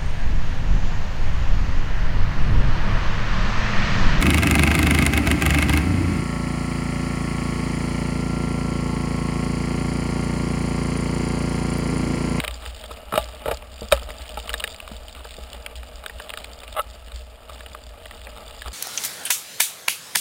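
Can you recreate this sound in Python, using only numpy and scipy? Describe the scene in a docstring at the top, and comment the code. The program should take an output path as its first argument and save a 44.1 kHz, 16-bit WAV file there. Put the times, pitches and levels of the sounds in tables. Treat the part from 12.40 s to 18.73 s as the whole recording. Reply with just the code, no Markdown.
"""A bicycle rolls along a loose gravel road with a small camera mounted on it.
From the start the tyres crunch grit and pop stones, while bumps set the camera mount booming.
Between 0.7 and 3 s loose parts knock against the frame, hardest at 1.5 s. Near 4.4 s a joint creaks
once, and the bike rolls on. All along, the camera samples the sound slowly and holds each sample,
which adds a gritty sheen above the crunch."""
import sys
import numpy as np
from scipy import signal
from scipy.fft import rfft, irfft
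from scipy.io import wavfile
from scipy.ndimage import uniform_filter1d

SR = 44100
rng = np.random.default_rng(int(sys.argv[2]) if len(sys.argv) > 2 else 0)


def waveform_to_disk(signal):
    """Save audio, clipped to [-1, 1], as 16-bit WAV at the path in sys.argv[1]."""
    frames = np.transpose(np.atleast_2d(signal))
    scaled = np.clip(frames, -1, 1) * 32767
    samples = np.round(scaled).astype(np.int16)
    wavfile.write(sys.argv[1], SR, samples)


N = 279153
TIME = np.arange(N) / SR


# how deep the loose grit lies, heard as crunch: (time [s], level [dB])
GRIT_DEPTH = [(0, -53.5), (0.3, -46), (0.69, -54.5), (0.82, -47), (1.0, -48), (1.17, -54), (1.25, -61.5),
              (1.35, -48), (1.66, -51.5), (2.12, -45), (2.5, -51.5), (3.1, -49.5), (3.22, -55),
              (4.05, -49.5), (4.6, -54.0), (4.8, -51), (4.97, -60), (5.1, -51), (5.55, -53.5), (6.33, -47)]
# the tone of the fine grit and of the small chips: (frequency [Hz], level [dB])
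GRIT_TONE = [(500, -11), (1000, -21), (1700, -0.5), (2300, -4.5), (2950, 5), (3600, 1), (4200, -1),
             (4800, -4.5), (5400, -7), (6000, -20)]
CHIP_TONE = [(800, -28), (2000, -10), (3000, -7), (3600, 6.5), (4150, -9.5), (4750, 6.5), (5300, -4.5),
             (6000, -12)]

def crunch(jolt):
    """Fine grit grinds nonstop and small chips tick in it, louder when a bump presses the tyres down."""
    depth_db, = curve(GRIT_DEPTH)
    crunch_db = together(depth_db, undb(-17.5) * jolt)
    grit = unit(colour(grains(per_s=730, spread_db=4.5, length_s=0.00062), GRIT_TONE))
    chips = unit(colour(grains(per_s=115, spread_db=5, length_s=0.00099), CHIP_TONE))
    flicker = undb(-2 + 2.4 * wander(per_s=22))
    return undb(crunch_db) * (flicker * grit + undb(-0.6) * chips)


# the louder stones: (time [s], level [dB], pitch [Hz], brightness [dB per octave])
LOUD_STONES = [(0.001, -10, 2710, -1), (0.038, -15, 1760, -4.5), (0.046, -15, 2840, -3),
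               (0.078, -12.5, 2770, -1.5), (0.109, -22.5, 3370, -2), (0.26, -21, 2960, -4),
               (0.438, -23.5, 3000, -6.5), (0.508, -23.5, 1270, -7), (0.811, -26, 3570, 9),
               (0.826, -29, 3600, 4), (0.948, -31, 3520, 6), (1.139, -30, 4600, 11),
               (1.171, -25.5, 3570, 13), (1.223, -30, 2450, -7), (1.429, -30.5, 4400, 5),
               (1.564, -23, 2760, 0), (1.574, -23.5, 1320, -1), (1.623, -27, 1400, -8),
               (1.703, -22.5, 2170, -6), (1.818, -29, 3570, 17), (1.891, -25.5, 2840, 10),
               (1.999, -23.5, 2880, 2), (2.078, -24, 1180, 2), (2.093, -13.5, 2830, 0),
               (2.101, -19.5, 1330, 5), (2.131, -21.5, 3470, 11), (2.139, -10, 1710, 0.5),
               (2.198, -20.5, 3490, 0), (2.202, -16.5, 2830, 0), (2.223, -28, 1300, -1),
               (2.239, -9.5, 1710, 1.5), (2.275, -19, 3480, -3), (2.344, -28, 2800, 7),
               (2.401, -21, 2720, 2), (2.476, -23.5, 1160, 4), (2.682, -26.5, 2950, 10),
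               (2.749, -28.5, 1310, 9), (2.85, -25, 1290, -6), (2.907, -27, 3560, 5), (2.94, -29, 1240, 12),
               (3.13, -24, 3050, 6), (3.145, -32.5, 2000, -8), (3.262, -17, 2540, -1),
               (3.355, -28, 2920, 8), (3.431, -28, 1360, 1), (3.638, -26, 1190, 2), (3.661, -16, 1530, 2.5),
               (3.696, -22.5, 1830, -2), (3.799, -21.5, 1520, -1.5), (3.893, -21, 3400, -4),
               (3.902, -19, 2820, -1.5), (3.937, -17, 1860, -1.5), (3.973, -18.5, 1320, 5),
               (4.043, -21.5, 3520, -2), (4.233, -25.5, 2330, -5), (4.278, -26, 2740, -1.5),
               (4.718, -27.5, 3730, -6), (5.206, -26.5, 1590, -0.5), (5.261, -26, 2840, -2),
               (5.348, -21.5, 1220, -1.5), (5.656, -25.5, 1980, -2), (5.71, -25.5, 1900, -1),
               (5.869, -25, 2260, -4.5), (6.219, -20.5, 1670, 3.5), (6.279, -26, 1250, -7)]

def stones():
    """The tyres squeeze out the louder stones one by one."""
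    out = np.zeros(N)
    for s, db, hz, bright_db in LOUD_STONES:
        add(out, s - 0.0004, undb(db) * pop(hz, bright_db))
    return out


def pebbles(count=18):
    """Smaller stones pop at random, louder where the grit lies deep."""
    depth_db, = curve(GRIT_DEPTH)
    out = np.zeros(N)
    for slot, (when, softer, octaves) in enumerate(rng.uniform(-1, 1, size=(count, 3)) * [1, 2.5, 0.45]):
        s = (slot + (when + 1) / 2) / count * TIME[-1]  # one pebble in each equal slot of time
        db = np.interp(s, TIME, depth_db) + 17.5 - softer
        add(out, s, undb(db) * pop(hz=2710 * 2 ** octaves, bright_db=1.5))
    return out


def pop(hz, bright_db):
    """One stone snaps out from under the tread."""
    bands = HIT_BANDS[1:]  # all but the thud
    levels = band_levels(bands, [-4.5, -6.5, -4, -13.5], hz, bright_db)
    return undb(-8.5) * hit(bands, levels, hz, sharpness=7.1, pitch_db=12, tap_db=-8, rise_s=0.000704,
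                            decay_s=0.0029, low_linger=0.74, tail_db=-30.5, tail_s=0.0054, frame_db=-9.5)


# stones grinding sideways under the tread: (middle time [s], half length [s], level [dB])
SLIDES = [(0.235, 0.017, -35), (0.513, 0.0099, -35.5), (1.08, 0.031, -36.5), (1.518, 0.0022, -21),
          (1.696, 0.008, -32), (2.788, 0.029, -42), (4.345, 0.014, -39), (5.104, 0.01, -40.5),
          (5.972, 0.016, -40), (6.267, 0.012, -32.5)]
# the tone of a sliding stone: (frequency [Hz], level [dB])
SLIDE_TONE = [(300, -2), (600, -4.5), (950, 0.5), (1250, 5.5), (1600, -7), (2900, -9), (3800, -5.5),
              (5500, -27)]

def scrapes():
    """A stone slides a little: a short swell of many tiny rough contacts."""
    pressure = sum(undb(db) * np.exp(-((TIME - s) / half_s) ** 2) for s, half_s, db in SLIDES)
    rub = grains(per_s=700, spread_db=4.5, length_s=0.00046)
    return pressure * unit(colour(rub + undb(-10) * ring(rub, FRAME_RINGS), SLIDE_TONE))


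# loose parts knocking: (time [s], level [dB], pitch [Hz], brightness [dB per octave], fade time [s])
PART_KNOCKS = [(0.722, -14, 1290, -6, 0.0019), (0.737, -9, 1260, -6.5, 0.0017),
               (0.754, -12.5, 1210, -2, 0.003), (0.775, -2.5, 664, -0.5, 0.0017),
               (1.056, -13, 556, -1.5, 0.0038), (1.078, -9.5, 610, -2.5, 0.0077),
               (1.11, -9.5, 563, 0.5, 0.0071), (1.127, -24, 627, -6, 0.0023),
               (1.416, -19.5, 217, -3, 0.0025), (1.521, 1, 566, 1.5, 0.0023), (1.971, -17, 843, -2, 0.0015),
               (2.513, -23.5, 212, 0, 0.0019), (2.981, -25.5, 563, -8.5, 0.0066)]

def knocks():
    """Bumps throw loose parts against the frame, in heavier hits than the stones make."""
    out = np.zeros(N)
    for s, db, hz, bright_db, decay_s in PART_KNOCKS:
        levels = band_levels(HIT_BANDS, [-12.5, -7, -7.5, -4, -7.5], hz, bright_db)
        knock = hit(HIT_BANDS, levels, hz, sharpness=11.5, pitch_db=17, tap_db=-6.5, rise_s=0.001792,
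                    decay_s=decay_s, low_linger=0.043, tail_db=-16, tail_s=0.012, frame_db=-2)
        add(out, s - 0.0003, undb(db - 7.8) * knock)
    return out


# the thud, body, clack, snap and tick of a hit: (low edge [Hz], high edge [Hz])
HIT_BANDS = [(85, 380), (400, 1000), (1000, 2000), (2000, 3900), (3900, 5600)]
# the notes the bike and mount ring with: (pitch [Hz], width [Hz], level [dB])
FRAME_RINGS = [(123, 29, 6), (203.4, 72, 5.5), (466.7, 21.5, 16), (550, 16, 8.5), (611.5, 47, 16.5),
               (838, 35, 10.5), (1174, 23, 13), (1287, 52, 11.5), (1615, 25, -1.5), (2420, 220, 6.5),
               (2874, 176, 11.5), (3730, 61, 14)]

def hit(bands, levels, hz, sharpness, pitch_db, tap_db, rise_s, decay_s, low_linger,
        tail_db, tail_s, frame_db):
    """A tap and a brief rough contact make both the struck thing and the frame ring."""
    age = TIME[:SR // 12]
    tap = np.sinc((age - rise_s) * SR)
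    fade_s = decay_s * (2000 / np.array(bands)[:, 1:]) ** low_linger  # low bands die away later
    rise = 1 - np.exp(-(age / rise_s) ** 2)
    force = rise * (np.exp(-age / fade_s) + undb(tail_db) * np.exp(-age / tail_s))
    rough = force / np.linalg.norm(force, axis=1, keepdims=True) * rng.choice([-1, 1], force.shape)
    contact = undb(tap_db) * tap + rough
    own_note = ring(contact, [(hz, hz / sharpness, pitch_db)])
    struck = contact + own_note + undb(frame_db) * ring(contact, FRAME_RINGS)
    out = sum(undb(db) * unit(band(part, low, high, order=3))
              for part, (low, high), db in zip(struck, bands, levels))
    return out / np.sqrt(uniform_filter1d(out ** 2, size=176).max())  # the loudest 4 ms get strength 1


def band_levels(bands, base_db, hz, bright_db, focus_db=6.5):
    """A hit favours the bands near its own pitch; a harder contact tilts it toward the highs."""
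    octaves = np.log2(np.sqrt(np.prod(bands, axis=1)) / hz)
    return np.array(base_db) - focus_db * np.abs(octaves) + bright_db * octaves


# bumps in the road: (time [s], level [dB], fade time [s])
ROAD_BUMPS = [(-0.02, -28, 0.065), (0.07, -28, 0.16), (0.245, -26, 0.046), (0.775, -24, 0.058),
              (1.055, -30, 0.043), (1.12, -25, 0.028), (1.31, -37, 0.023), (1.41, -31.5, 0.076),
              (1.51, -20, 0.067), (1.68, -33, .03), (1.795, -28, 0.02), (1.96, -33, 0.051),
              (2.06, -34, 0.12), (2.5, -30.5, 0.11), (3.0, -30, 0.05), (3.345, -27, 0.044),
              (3.52, -34, 0.058), (3.735, -32, 0.066), (4.29, -35.5, 0.089), (4.44, -37.5, 0.17),
              (4.724, -28.5, 0.065), (5.09, -33, 0.063), (6.245, -27.5, 0.035)]

def jolting(rise_s=0.02):
    """How hard the bumps shake the bike: each swells quickly and dies away."""
    power = np.zeros(N)
    for s, db, decay_s in ROAD_BUMPS:
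        age = np.maximum(TIME - s, 0)
        swell = (1 - np.exp(-(age / rise_s) ** 2)) * np.exp(-age / decay_s)
        power += (undb(db) * swell / swell.max()) ** 2
    return np.sqrt(power)


# the tone of the swaying mount: (frequency [Hz], level [dB])
SWAY_TONE = [(10, -35), (20, -2), (35, 2), (55, 4), (80, -0.5), (110, -21.5), (170, -31.5)]

def mount_boom(jolt):
    """Bumps and small ruts shake the springy mount, which booms at one low pitch over a looser sway."""
    road_db, = curve(ROAD_ROUGHNESS)
    tremble_db = road_db + 3.5 + 3.5 * wander(per_s=15)  # the small ruts
    shake_db = together(tremble_db, jolt)
    boom = tone(hz=59 + 2.34 * wander(per_s=12))
    sway = unit(colour(rng.standard_normal(N), SWAY_TONE))
    return undb(shake_db - 4.5) * boom + undb(0.47 * shake_db - 26) * sway


# how the creak swells and fades: (time [s], rasp level [dB], squeal level [dB])
CREAK_LEVELS = [(4.352, -67, -80), (4.3635, -37, -50), (4.3665, -24.5, -34), (4.383, -25.5, -36),
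                (4.397, -19, -27), (4.404, -33, -19.5), (4.412, -38, -32), (4.42, -58, -48),
                (4.43, -80, -90)]
# the notes the joint rings with: (pitch [Hz], width [Hz], level [dB])
JOINT_RINGS = [(624, 38, 5), (843, 47, 5.5), (1170, 77, 5.5), (1260, 24, -13), (1640, 24, -5),
               (2000, 90, -12), (2740, 330, -10.5), (3370, 140, -8.5), (3740, 120, -4)]

def creak():
    """A joint under load sticks and slips for a moment, then locks into a short squeal."""
    rasp_db, squeal_db = curve(CREAK_LEVELS)
    slip_hz = 310 * np.exp(0.12 * wander(per_s=200))
    slips = np.diff(np.floor(np.cumsum(slip_hz) / SR), prepend=0)  # one click for each slip
    rasp = band(ring(slips + 0.086 * rng.standard_normal(N), JOINT_RINGS), 440, 3320, order=7)
    rasp /= np.sqrt(uniform_filter1d(rasp ** 2, size=SR // 100))  # even out the loudness
    squeal = tone(hz=1302 + 8 * wander(per_s=100))
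    return undb(rasp_db) * rasp + undb(squeal_db) * squeal


# how rough the road is, heard as roar: (time [s], level [dB])
ROAD_ROUGHNESS = [(0, -42), (0.35, -46), (0.5, -44.5), (0.68, -46.5), (1.0, -43.0), (1.27, -46.5),
                  (2.1, -44), (2.65, -47.0), (3.15, -46), (3.55, -47.5), (4.2, -45.5), (4.6, -50.0),
                  (4.95, -50.5), (5.1, -47.5), (5.55, -47), (6.0, -45.5), (6.33, -47.5)]
# the tone of that roar: (frequency [Hz], level [dB])
ROAR_TONE = [(70, 8.5), (120, -4.5), (160, -6), (250, 1), (350, -6.5), (480, -2), (680, 3), (950, -4),
             (1250, -3.5), (1900, -8.5), (3000, -9), (5500, -36)]

def road_roar():
    """Countless small jolts travel from the tyres up through the frame."""
    road_db, = curve(ROAD_ROUGHNESS)
    jolts = grains(per_s=320, spread_db=3, length_s=0.0028) + 0.61 * rng.standard_normal(N)
    body = colour(jolts + undb(-7.5) * ring(jolts, FRAME_RINGS), ROAR_TONE)
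    return unit(body) * undb(road_db + 1.5 + 1.02 * wander(per_s=13))


def grains(per_s, spread_db, length_s):
    """Random contacts of uneven size, each a tiny burst of cracking noise."""
    starts = rng.random(N) < per_s / SR
    size = undb(spread_db * np.minimum(rng.exponential(size=N), np.pi))
    age = TIME[:SR // 40] / length_s
    power = signal.fftconvolve(starts * size ** 2, (age * np.exp(-age)) ** 2)[:N]
    return unit(np.sqrt(np.abs(power)) * rng.standard_normal(N))


def colour(x, points, size=8192):
    """Shape a sound's lows and highs to follow a tone table."""
    hz, db = np.transpose(points)
    log_hz = np.log(np.fft.rfftfreq(size, 1 / SR) + 1)
    log_gain = np.log(undb(np.interp(log_hz, np.log(hz), db)))
    cepstrum = irfft(log_gain, size)
    cepstrum[1:] *= 2  # doubled, then cut in half, so the filter rings only after a sound
    response = irfft(np.exp(rfft(cepstrum[:size // 2], size)), size)
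    return signal.fftconvolve(x, response)[:len(x)]


def ring(x, notes):
    """Let a sound set notes ringing; narrower ones ring longer."""
    return sum(undb(db) * signal.lfilter(*signal.iirpeak(hz, hz / width, fs=SR), x)
               for hz, width, db in notes)


def band(x, low_hz, high_hz, order):
    """Keep what lies between two frequencies."""
    return signal.sosfilt(signal.butter(order, [low_hz, high_hz], "band", fs=SR, output="sos"), x)


def tone(hz):
    """A pure tone that follows a changing pitch."""
    return unit(np.sin(2 * np.pi * np.cumsum(hz) / SR))


def wander(per_s):
    """A smooth random drift, roughly between -1 and 1."""
    knots = np.arange(0, N / SR + 1, 1 / per_s)
    return np.interp(TIME, knots, rng.standard_normal(len(knots)))


def curve(rows):
    """Join a table's points in time with straight lines, one curve for each level column."""
    s, *columns = np.transpose(rows)
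    return [np.interp(TIME, s, column) for column in columns]


def add(track, s, sound):
    """Mix a sound into a track at a time in seconds."""
    start = max(int(s * SR), 0)
    track[start:start + len(sound)] += sound[:N - start]


def together(db, gain):
    """The joint level in dB of two unrelated parts, one in dB and one as a gain."""
    return 20 * np.log10(np.hypot(undb(db), gain))


def undb(db):
    """Turn decibels into a gain to multiply by."""
    return 10 ** (np.asarray(db) / 20)


def unit(x):
    """Scale to an average strength (rms) of 1."""
    return x / np.sqrt(np.mean(x ** 2))


def scene():
    """Everything rides along with the microphone, in open air without echo."""
    jolt = jolting()
    gravel = crunch(jolt) + stones() + pebbles() + scrapes()
    bike = mount_boom(jolt) + road_roar() + knocks() + creak()
    return (gravel + bike)[None]


def record(dry, hold_hz=12000, top_hz=15500):
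    """The camera holds each sample, mirroring the sound into the highs; peaks clip and the top is cut."""
    narrow = signal.sosfilt(signal.butter(12, 5600, fs=SR, output="sos"), dry)
    samples = np.clip(signal.resample_poly(narrow, hold_hz, SR, axis=1), -1, 1)
    steps = np.repeat(samples, 4, axis=1)
    held = signal.resample_poly(steps, SR, 4 * hold_hz, axis=1)[:, :N]
    return signal.sosfilt(signal.ellip(8, 0.2, 70, top_hz, fs=SR, output="sos"), held)


dry = scene()
out = record(dry)
waveform_to_disk(out)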